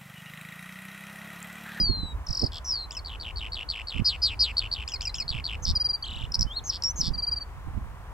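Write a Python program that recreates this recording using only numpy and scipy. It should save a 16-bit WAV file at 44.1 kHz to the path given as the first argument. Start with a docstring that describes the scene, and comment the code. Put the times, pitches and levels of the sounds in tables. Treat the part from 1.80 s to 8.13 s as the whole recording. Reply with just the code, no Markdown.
"""A skylark close by opens with a falling whistle, sweeps, a rattle and a stutter. Twitters, creaking
chews and buzzes follow, then slurs, trills, a wobble and rising whistles; a run of pips ends the song.
Each syllable is a gliding tone of the syrinx, most of them frequency-modulated by a repeated gesture,
and filtered by throat and beak. Throughout, bare soil scatters the song, and wind rumbles and buffets
the microphone over the far hum of open country."""
import sys
import numpy as np
from scipy import signal
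from scipy.fft import rfft, irfft, next_fast_len
from scipy.io import wavfile
from scipy.ndimage import uniform_filter1d

SR = 44100
rng = np.random.default_rng(int(sys.argv[2]) if len(sys.argv) > 2 else 0)


def log_audio(samples):
    """Write samples as a 16-bit WAV file to the path given in sys.argv[1]."""
    # one column per channel
    frames = np.atleast_2d(samples).T
    # limit to full scale, then quantise
    limited = np.clip(frames, -1, 1)
    pcm = np.round(limited * 32767).astype(np.int16)
    wavfile.write(sys.argv[1], SR, pcm)


N = 279148


def skylark():
    """Superposition: the song is the sum of its syllables, each delayed to its onset."""
    song = [(0, falling_whistle()), (.464, sweeps()), (.7188, rattle()), (.844, stutter())]
    for syllable, rows in [(chew, CHEWS), (buzz, BUZZES), (twitter, TWITTERS),
                           (tick, TICKS), (tsip, TSIPS), (pip, PIPS)]:
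        song += [(s, syllable(*row)) for s, *row in rows]
    for s, slur_s, trill_s, slur_db, trill_hz, trill_db in SLURS:
        song += [(s, slur(slur_s, slur_db)), (s + slur_s, trill(trill_s, trill_hz, trill_db))]
    song += [(s, pip(hz, 0, db, length=.014)) for s, hz, db in LEAD_NOTES]
    song += [(4.249, wobble())]
    song += [(rows[0][0], rising_whistle(rows)) for rows in (LOW_WHISTLE, HIGH_WHISTLE)]
    out = np.zeros(N)
    for s, sound in song:
        add(out, s, sound)
    return out


# Response of throat and beak: (frequency [Hz], gain [dB])
THROAT = [(1800, -12), (3000, -4), (3700, -8), (4300, -3.5), (4800, -2), (5400, 0.5), (6000, -15),
          (6600, -12.5), (7800, 0), (8500, -24), (15000, -17.5)]


def voice(hz, effort_db, jitter, second_db, nasal_db=-46, air_db=-50, third_db=-25, upper_db=-6):
    """Source and filter: the throat shapes tone and breath, turning pitch swings into throbs of level."""
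    hz = hz * (1 + jitter * drift(len(hz), 640))
    phase = 2 * np.pi * np.cumsum(hz) / SR
    partials = [(1, 0), (2, second_db), (3, third_db)]
    # a nasal note also vibrates at half the pitch, filling the gaps between harmonics
    partials += [(.5, nasal_db), (1.5, nasal_db + upper_db), (2.5, nasal_db + upper_db)]
    tone = sum(amp(db) * (k * hz < SR / 2) * np.sin(k * phase) for k, db in partials)
    breath = signal.lfilter(*signal.butter(2, 5000, "high", fs=SR), rng.standard_normal(len(hz)))
    fade = signal.windows.tukey(len(hz), min(.004 * SR / len(hz), 1))
    source = np.sqrt(2) * (tone + amp(air_db) * breath) * fade * amp(effort_db)
    source = np.pad(source, (0, SR // 50))
    size = next_fast_len(2 * len(source))
    throat = amp(spectrum_at(THROAT, np.fft.rfftfreq(size, 1 / SR)))
    return irfft(rfft(source, size) * throat, size)[:len(source)]


def warble(gesture, hz, effort_db, swing_hz, rate_hz, air_db=-28, rasp_hz=180, second_db=-20,
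           grain_db=4, clean_hz=4300, uneven=.034, throb=1, jitter=.014):
    """Frequency and amplitude modulation: a gesture of the syrinx repeats, never twice quite alike."""
    cycles = np.cumsum(rate_hz * (1 + uneven * drift(len(hz), 150))) / SR
    phase, *columns = np.transpose(gesture)
    bend, pulse_db = (uniform_filter1d(np.interp(cycles, phase, c, period=1), size=24) for c in columns)
    hz = hz + swing_hz * bend
    # at low pitch the slack membrane flutters: the tone rasps and loses its overtone
    slack = np.clip((clean_hz - hz) / 1000, 0, 1)
    hz = hz + slack * rasp_hz * drift(len(hz), 1110)
    pulse_db = throb * pulse_db + slack * grain_db * np.tanh(drift(len(hz), 670))
    return voice(hz, effort_db + pulse_db, jitter, second_db - 7 * slack ** 2, air_db=air_db)


def whistle(hz, effort_db, second_db=-25):
    """Nearly sinusoidal vibration gives a clean tone."""
    return voice(hz, effort_db, jitter=.002, second_db=second_db)


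def falling_whistle(length=.34, sag_hz_per_s=2050, db=-20, fade_db_per_s=58):
    """Exponential decay: the note dies away as its pitch eases off the top and sags."""
    t, u = clock(length)
    hz = shift(t, 4990, 4480, at_s=.052, over_s=.043) - sag_hz_per_s * t
    return whistle(hz, db - fade_db_per_s * t + release(t))


# Downsweep gesture: (phase [cycles], bend [swings], level [dB])
SWEEP = [(0, 1.1, -12), (.13, .7, 1), (.42, 0, 0), (.65, -.4, -7), (.88, -1.3, -20)]


def sweeps(length=.22, hz=5230, sink_hz=600, swing_hz=1300, narrow_hz=660, db=-25):
    """Sawtooth modulation: steep downsweeps settle in pace while they sink, narrow and swell."""
    t, u = clock(length)
    effort_db = db + swell(u, crest=.75, rise_db=10, fade_db=7.5)
    rate_hz = 43.3 + 15 * np.exp(-t / .035)
    return warble(SWEEP, hz - sink_hz * u, effort_db, swing_hz - narrow_hz * u, rate_hz,
                  air_db=-19, second_db=-14)


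# Flick gesture: (phase [cycles], bend [swings], level [dB])
FLICK = [(0, 1, -12), (.1, .3, 0), (.24, -.8, -3), (.6, -1, -4), (.88, -1, -22)]


def rattle(length=.076, hz=4550, swing_hz=1300, rate_hz=79, db=-31):
    """Wide modulation of a steady carrier is heard as dry flicks."""
    t, u = clock(length)
    effort_db = db + swell(u, crest=.82, rise_db=5, fade_db=5)
    return warble(FLICK, np.full_like(t, hz), effort_db, swing_hz, rate_hz, air_db=-11)


# Notch gesture: (phase [cycles], bend [swings], level [dB])
NOTCH = [(0, -.9, -24), (.09, .7, 0), (.24, .2, 1), (.76, -.1, 0), (.92, -1, -6)]


def stutter(length=.22, db=-25.5, swing_hz=560, narrow_hz=420, sag_hz_per_s=1350, fade_db_per_s=85):
    """Waning modulation: the notches in a falling whistle halve in rate and smooth out."""
    t, u = clock(length)
    hz = shift(t, 6000, 4360, at_s=.077, over_s=.05) - sag_hz_per_s * t
    rate_hz = shift(t, 117, 58, at_s=.047, over_s=.012)
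    effort_db = db + swell(u, crest=.33, rise_db=3, fade_db=-1.5) + release(t)
    effort_db -= fade_db_per_s * np.maximum(t - .085, 0)
    return warble(NOTCH, hz, effort_db, swing_hz - narrow_hz * u, rate_hz,
                  rasp_hz=40, throb=1 - u ** 3, jitter=.005)


# Notes of a twitter: (nominal onset [s], duration [s], nominal pitch [Hz], scoop [Hz], effort [dB])
NASAL_NOTES = [(0, 0.0067, 5410, 1519, -27.5), (.01, 0.0074, 7340, 2509, -27.5),
               (0.019, 0.0081, 6880, 2504, -32), (0.028, 0.018, 6570, 1691, -36),
               (.045, .015, 5800, 900, -29.5), (.063, 0.019, 4990, 300, -27.5),
               (0.086, 0.015, 4310, 0, -33)]
# Twitters: (time [s], onset spacing [ratio], pitch [ratio], added effort [dB])
TWITTERS = [(1.107, 0.94, 1.054, -4), (3.076, 0.94, 1.014, 0.5), (3.207, 0.99, 0.975, 2),
            (3.342, 0.9, 1.03, 2)]


def twitter(stretch, pitch, effort_db, scoop_s=.0025, sag=.055, break_hz=5300, break_db_per_hz=.0025):
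    """Period doubling: quick notes scoop up and sag, the highest breaking most into the octave below."""
    out = np.zeros(SR // 2)
    for s, length, hz, scoop_hz, db in NASAL_NOTES:
        t, u = clock(length)
        glide = pitch * hz * (1 - sag * u ** 2) - scoop_hz * np.exp(-(t / scoop_s) ** 2)
        breaking_db = break_db_per_hz * max(hz - break_hz, 0)
        note_db = db + effort_db - breaking_db / 2 + swell(u, crest=.35, rise_db=4, fade_db=11)
        note = voice(glide, note_db, jitter=.022, second_db=-21, nasal_db=breaking_db - 7.5,
                     air_db=-20, upper_db=-11)
        add(out, s * stretch, note)
    return out


# Gestures of a chew's head and tail: (phase [cycles], bend [swings], level [dB])
HOOK = [(0, -1, -22), (.17, -.2, -1), (.37, .15, 2), (.56, .3, -20), (.72, .8, -11), (.86, -.1, -7)]
CREAK = [(0, .7, -5), (.07, .1, 4), (.18, -.6, -3), (.3, -1.1, -8), (.43, -.45, 4), (.54, .2, 2),
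         (.66, .6, -7), (.86, .7, -22)]
# Chews: (time [s], duration [s], head effort [dB], tail effort [dB], final pitch [Hz])
CHEWS = [(1.246, 0.12, -29.5, -36, 2910), (1.397, 0.12, -29.5, -33, 2716), (1.558, 0.13, -27, -32.5, 2686),
         (1.719, 0.12, -24.5, -31, 2760), (1.887, 0.14, -20, -31, 2574), (2.07, 0.14, -25.5, -31.5, 2676),
         (2.767, .11, -13.5, -31.5, 2630), (2.913, 0.13, -18.5, -32, 2710), (3.478, 0.13, -20, -30, 2670),
         (3.64, 0.12, -21.5, -31.5, 2694)]


def chew(length, head_db, tail_db, end_hz, head_s=.032, head_hz=4400, drop_hz=1450, sag_hz=220):
    """Exponential relaxation: after three high hooks, pitch and pace drop into a creaking tail."""
    out = np.zeros(SR // 4)
    t, u = clock(head_s)
    effort_db = head_db + swell(u, crest=.6, rise_db=8, fade_db=4)
    add(out, 0, warble(HOOK, np.full_like(t, head_hz), effort_db, swing_hz=680, rate_hz=88))
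    t, u = clock(length - head_s)
    dropping = np.exp(-t / .015)
    hz = end_hz + sag_hz * (1 - u) + drop_hz * dropping
    carried_db = .27 * (head_db - tail_db) * dropping
    effort_db = tail_db + carried_db + swell(u, crest=.65, rise_db=2, fade_db=4)
    add(out, head_s, warble(CREAK, hz, effort_db, swing_hz=580, rate_hz=53 + 14 * dropping))
    return out


# Flutter gesture of buzz and slur: (phase [cycles], bend [swings], level [dB])
FLUTTER = [(0, -1.25, -6), (.22, .5, -7), (.48, .9, 0), (.76, .3, 4)]
# Buzzes: (time [s], top pitch [Hz], effort [dB]) with the duration [s] after the time
BUZZES = [(2.245, 0.12, 4920, -17.5), (2.4177, 0.13, 4917, -17.5), (2.591, 0.1277, 4900, -16.5)]


def buzz(length, top_hz, db, end_hz=2270, scoop_hz=330, rate_hz=305, slowing_hz=85, soften_db=12.5):
    """Sidebands of fast modulation make a hoarse note; it slides down an octave, slowing and softening."""
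    t, u = clock(length)
    hz = shift(t, top_hz, end_hz, at_s=.066, over_s=.036) - scoop_hz * np.exp(-t / .0087)
    effort_db = db + swell(u, crest=.16, rise_db=16, fade_db=3)
    effort_db -= shift(t, 0, soften_db, at_s=.063, over_s=.013)
    swing_hz = shift(t, 470, 260, at_s=.0832, over_s=.029)
    return warble(FLUTTER, hz, effort_db, swing_hz, rate_hz - slowing_hz * u ** 1.5)


# Slurs running into trills: (time [s], slur duration [s], trill duration [s], slur effort [dB],
# trill pitch [Hz], trill effort [dB])
SLURS = [(3.822, 0.041, 0.061, -20.5, 4695, -23), (4.837, 0.082, 0.062, -20, 4440, -30),
         (5.157, 0.072, 0.07, -17, 4630, -25.5)]


def slur(length, db, top_hz=6400, end_hz=3350, sag_hz=400, swing_hz=260, rate_hz=200):
    """Irregular modulation: a high note quivers, then steadies as it plunges."""
    t, u = clock(length)
    hz = shift(t, top_hz, end_hz, at_s=.86 * length, over_s=.14 * length) - sag_hz * u
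    quiver = shift(t, 1, 0, at_s=.6 * length, over_s=.12 * length)
    effort_db = db + swell(u, crest=.74, rise_db=15, fade_db=36.5)
    return warble(FLUTTER, hz, effort_db, swing_hz * quiver, rate_hz, uneven=.15, throb=quiver)


# Zigzag gesture: (phase [cycles], bend [swings], level [dB])
ZIGZAG = [(.03, -.92, -5), (.16, -.85, -7), (.3, .05, 2), (.5, 1.05, -8), (.62, .6, -1), (.72, -.05, 2),
          (.87, -.85, -6)]


def trill(length, hz, db, swing_hz=1260, rate_hz=90):
    """Triangular modulation: the level peaks twice a cycle, as the pitch rises and as it falls."""
    t, u = clock(length)
    effort_db = db + swell(u, crest=.58, rise_db=5, fade_db=16)
    return warble(ZIGZAG, np.full_like(t, hz), effort_db, swing_hz, rate_hz, air_db=-15)


# Two runs of pips: (time [s], pitch [Hz], sag [Hz], effort [dB])
PIPS = [(3.951, 4836, 560, -19.5), (3.997, 4856, 200, -21.5), (4.042, 4820, 232, -20),
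        (4.086, 4800, 172, -21.5), (4.129, 4740, 129, -23.5), (5.333, 4690, 423, -31),
        (5.376, 4736, 290, -26), (5.42, 4720, 160, -24), (5.465, 4766, 110, -23.5),
        (5.512, 4802, 120, -22.5), (5.558, 4690, 190, -28), (5.604, 4610, 170, -32.5)]
# Two short pips before the wobble: (time [s], pitch [Hz], effort [dB])
LEAD_NOTES = [(4.223, 4580, -27), (4.238, 3220, -27.5)]


def pip(hz, sag_hz, db, length=.036, arch_hz=620, roundness=.77, cut_s_per_hz=1.2e-5):
    """A rounded tone burst of arching pitch; the more it sags, the sooner it ends."""
    t, u = clock(length - cut_s_per_hz * sag_hz)
    effort_db = db + roundness * 20 * np.log10(np.sin(np.pi * u) + 1e-3)
    return whistle(hz + sag_hz * (.5 - u) - arch_hz * (.5 - u) ** 2, effort_db, second_db=-15)


# Gesture of an arch and a low scoop: (phase [cycles], bend [swings], level [dB])
LOOP = [(0, -.6, -6), (.12, .3, 1), (.28, .95, -4), (.38, .7, -1), (.46, -.2, 4), (.54, -1.3, -22),
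        (.65, -.8, 0), (.78, -.55, 2), (.92, -.7, -5)]


def wobble(length=.22, end_hz=3130, excess_hz=560, relax_s=.11, db=-36, push_db=3):
    """Relaxing tension: slow arches lose pitch, width, pace and effort together."""
    t, u = clock(length)
    tension = np.exp(-t / relax_s)
    hz = end_hz + excess_hz * tension
    effort_db = db + push_db * tension + release(t)
    swing_hz = 540 + 300 * tension
    rate_hz = shift(t, 40, 37, at_s=.04, over_s=.02)
    return warble(LOOP, hz, effort_db, swing_hz, rate_hz, rasp_hz=170, second_db=-15)


# Ticks: (time [s], duration [s], initial pitch [Hz], final pitch [Hz], effort [dB])
TICKS = [(4.519, 0.0065, 4900, 5830, -28.5), (4.592, 0.0062, 4940, 6200, -21.5),
         (4.609, 0.0041, 4970, 6460, -12), (5.021, 0.0052, 6780, 3830, -24.5),
         (5.035, 0.005, 6640, 4440, -18.5)]


def tick(length, from_hz, to_hz, db):
    """A linear chirp: one flick of the syrinx, brief enough to sound like a click."""
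    t, u = clock(length)
    return voice(from_hz + (to_hz - from_hz) * u, db, jitter=.0045, second_db=-17, air_db=-14)


# Snap gesture: (phase [cycles], bend [swings], level [dB])
SNAP = [(0, 1, -11), (.2, -.1, -5), (.4, -1, -13), (.6, -.2, 0), (.84, .6, -2)]
# Tsips: (time [s], duration [s], effort [dB])
TSIPS = [(4.538, 0.0203, -16), (4.6123, 0.022, -17.5)]


def tsip(length, db, hz=5100, swing_hz=1200):
    """Slowing modulation: the pitch snaps down and springs back twice, lingering the second time."""
    t, u = clock(length)
    rate_hz = shift(t, 105, 40, at_s=.016, over_s=.002)
    effort_db = db + swell(u, crest=.38, rise_db=22, fade_db=5.5)
    return warble(SNAP, np.full_like(t, hz), effort_db, swing_hz, rate_hz, air_db=-21, second_db=-13.5)


# Whistle contours: (time [s], pitch [Hz], effort [dB])
LOW_WHISTLE = [(4.665, 2990, -54), (4.679, 3040, -43), (4.693, 3150, -48.5), (4.713, 3180, -31),
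               (4.754, 3900, -39.5), (4.772, 4325, -22.5), (4.786, 4260, -28), (4.8, 3250, -38)]
HIGH_WHISTLE = [(5.037, 4600, -41), (5.045, 5574, -21), (5.08, 5520, -25), (5.111, 6120, -17),
                (5.124, 6150, -39.5)]


def rising_whistle(contour):
    """Glissando: a clean tone follows a smoothed pitch contour."""
    s, hz, db = np.transpose(contour)
    t = np.arange(s[0], s[-1], 1 / SR)
    glide = uniform_filter1d(np.interp(t, s, hz), size=300, mode="nearest")
    return whistle(glide, np.interp(t, s, db))


def scatter(x, t60, delay_s, level_db):
    """Diffuse reflection: clods and furrows return faint echoes, partly different at each port."""
    t = np.arange(SR // 2) / SR
    taps = rng.standard_normal((2, len(t))) * (rng.random((2, len(t))) < .1) * (t > delay_s)
    taps = (taps + taps.mean(0)) * 1000 ** (-t / t60)
    taps /= np.linalg.norm(taps, axis=1, keepdims=True)
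    return amp(level_db) * signal.fftconvolve(x[None], taps, axes=1)[:, :N]


# Gusts: (peak time [s], half-width [s], level [dB], cutoff [Hz], microphone port)
GUSTS = [(0.082, 0.25, -22.5, 250, "right"), (0.502, 0.024, -22.5, 154, "right"),
         (0.639, 0.029, -19, 463, "right"), (2.183, 0.041, -19.5, 235, "right"),
         (3.509, 0.11, -30.5, 172, "right"), (3.879, 0.085, -25.5, 162, "right"),
         (3.921, 0.037, -22, 117, "left"), (4.42, 0.12, -30.5, 188, "right"),
         (4.612, 0.09, -22, 184, "right"), (5.285, 0.12, -24.5, 213, "right"),
         (5.992, 0.23, -30.5, 189, "right")]


def gusts(order=3.03, low_hz=35, lumpy_db=7.5):
    """Turbulence: each eddy strikes one port as a lumpy burst of low noise."""
    t, hz = np.arange(SR) / SR - .5, np.fft.rfftfreq(SR, 1 / SR)
    ports = {"left": np.zeros(N + SR), "right": np.zeros(N + SR)}
    for s, width_s, db, cutoff_hz, port in GUSTS:
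        colour = hz / (hz ** 2 + low_hz ** 2) ** .94 / np.sqrt(1 + (hz / cutoff_hz) ** (2 * order))
        envelope = np.exp(-2 * (t / width_s) ** 2)
        noise = irfft(rfft(rng.standard_normal(SR)) * colour, SR)
        eddy = noise * envelope * amp(lumpy_db * drift(SR, 40))
        add(ports[port], s, amp(db) * unit_rms(eddy) * np.sqrt(np.mean(envelope ** 2)))
    return np.array(list(ports.values()))[:, SR // 2:][:, :N]


# Spectra of wind rumble and far country: (frequency [Hz], relative level [dB])
RUMBLE = [(16, -21), (44, 0.5), (68, -1.5), (82, -6), (185, -24.5), (500, -31), (680, -68.5)]
COUNTRY = [(260, -36.5), (480, -12.5), (1040, -4.5), (1330, -10.5), (1640, -12.5), (4520, -30), (8580, -32),
           (15800, -36.5)]
# Likeness of the noise at the two ports: (frequency [Hz], coherence [0-1])
COHERENCE = [(400, 0.82), (1500, 0.78), (8000, 0.1)]


def noise_bed(spectrum, level_db, swell_db, swell_hz, lag_s=0):
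    """Partial coherence: swelling noise, more alike at the two ports in the bass than in the treble."""
    hz = np.fft.rfftfreq(N, 1 / SR)
    left, independent = rfft(rng.standard_normal((2, N)))
    coherence = spectrum_at(COHERENCE, hz)
    delay = np.exp(-2j * np.pi * hz * lag_s)  # sound from the left reaches the right port later
    right = coherence * delay * left + np.sqrt(1 - coherence ** 2) * independent
    pair = irfft(np.array([left, right]) * amp(spectrum_at(spectrum, hz)), N)
    return unit_rms(pair * amp(swell_db * drift(N, swell_hz))) * amp(level_db)


def clock(length):
    """Time t in seconds through a syllable, and the fraction u elapsed."""
    t = np.arange(0, length, 1 / SR)
    return t, t / length


def shift(t, before, after, at_s, over_s):
    """A sigmoid transition between two settings of the syrinx."""
    return before + (after - before) * (1 + np.tanh((t - at_s) / over_s)) / 2


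def swell(u, crest, rise_db, fade_db):
    """An envelope in dB: two parabolas meeting at 0 where u equals crest."""
    rise = rise_db * (1 - u / crest) ** 2
    fade = fade_db * ((u - crest) / (1 - crest)) ** 2
    return -np.where(u < crest, rise, fade)


def release(t, over_s=.0096, depth_db=16):
    """The fall in dB as the air runs out at the end of a note."""
    return -depth_db * np.exp((t - t[-1]) / over_s)


def drift(count, hz):
    """Random fluctuation of rms 1, low-passed at about hz."""
    size = next_fast_len(count + 4096)
    lowpass = np.exp(-(np.fft.rfftfreq(size, 1 / SR) / hz) ** 2)
    return unit_rms(irfft(rfft(rng.standard_normal(size)) * lowpass, size))[:count]


def amp(db):
    """Decibels to amplitude ratio."""
    return 10 ** (np.asarray(db) / 20)


def unit_rms(x):
    """Normalisation to unit power."""
    return x / np.sqrt(np.mean(x ** 2) + 1e-20)


def spectrum_at(points, hz):
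    """Interpolation on a log-frequency axis."""
    f, value = np.transpose(points)
    return np.interp(np.log(np.abs(hz) + 1), np.log(f + 1), value)


def add(mix, s, sound):
    """Superposes a sound on the mix at s seconds."""
    part = mix[max(round(s * SR), 0):][:len(sound)]
    part += sound[:len(part)]


def scene():
    """Superposition of direct song from ahead, its reflections, the far country and the wind."""
    bird = skylark()
    direct = np.array([amp(.5) * np.roll(bird, shift=1), amp(-.5) * bird])
    soil = scatter(bird, t60=.07, delay_s=.002, level_db=-18)
    ridge = scatter(bird, t60=.03, delay_s=.011, level_db=-21)
    field = scatter(bird, t60=.32, delay_s=.02, level_db=-31)
    country = noise_bed(COUNTRY, level_db=-50.5, swell_db=-.02, swell_hz=7.9, lag_s=.00012)
    rumble = noise_bed(RUMBLE, level_db=-39.5, swell_db=2, swell_hz=8.3)
    return direct + soil + ridge + field + country + rumble + gusts()


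def record(dry):
    """Band limiting: a linear-phase low-pass filter removes the highest treble."""
    lowpass = signal.firwin(511, cutoff=15900, window=("kaiser", 9), fs=SR)
    return signal.oaconvolve(dry, lowpass[None], "same")


dry = scene()
out = record(dry)
log_audio(out)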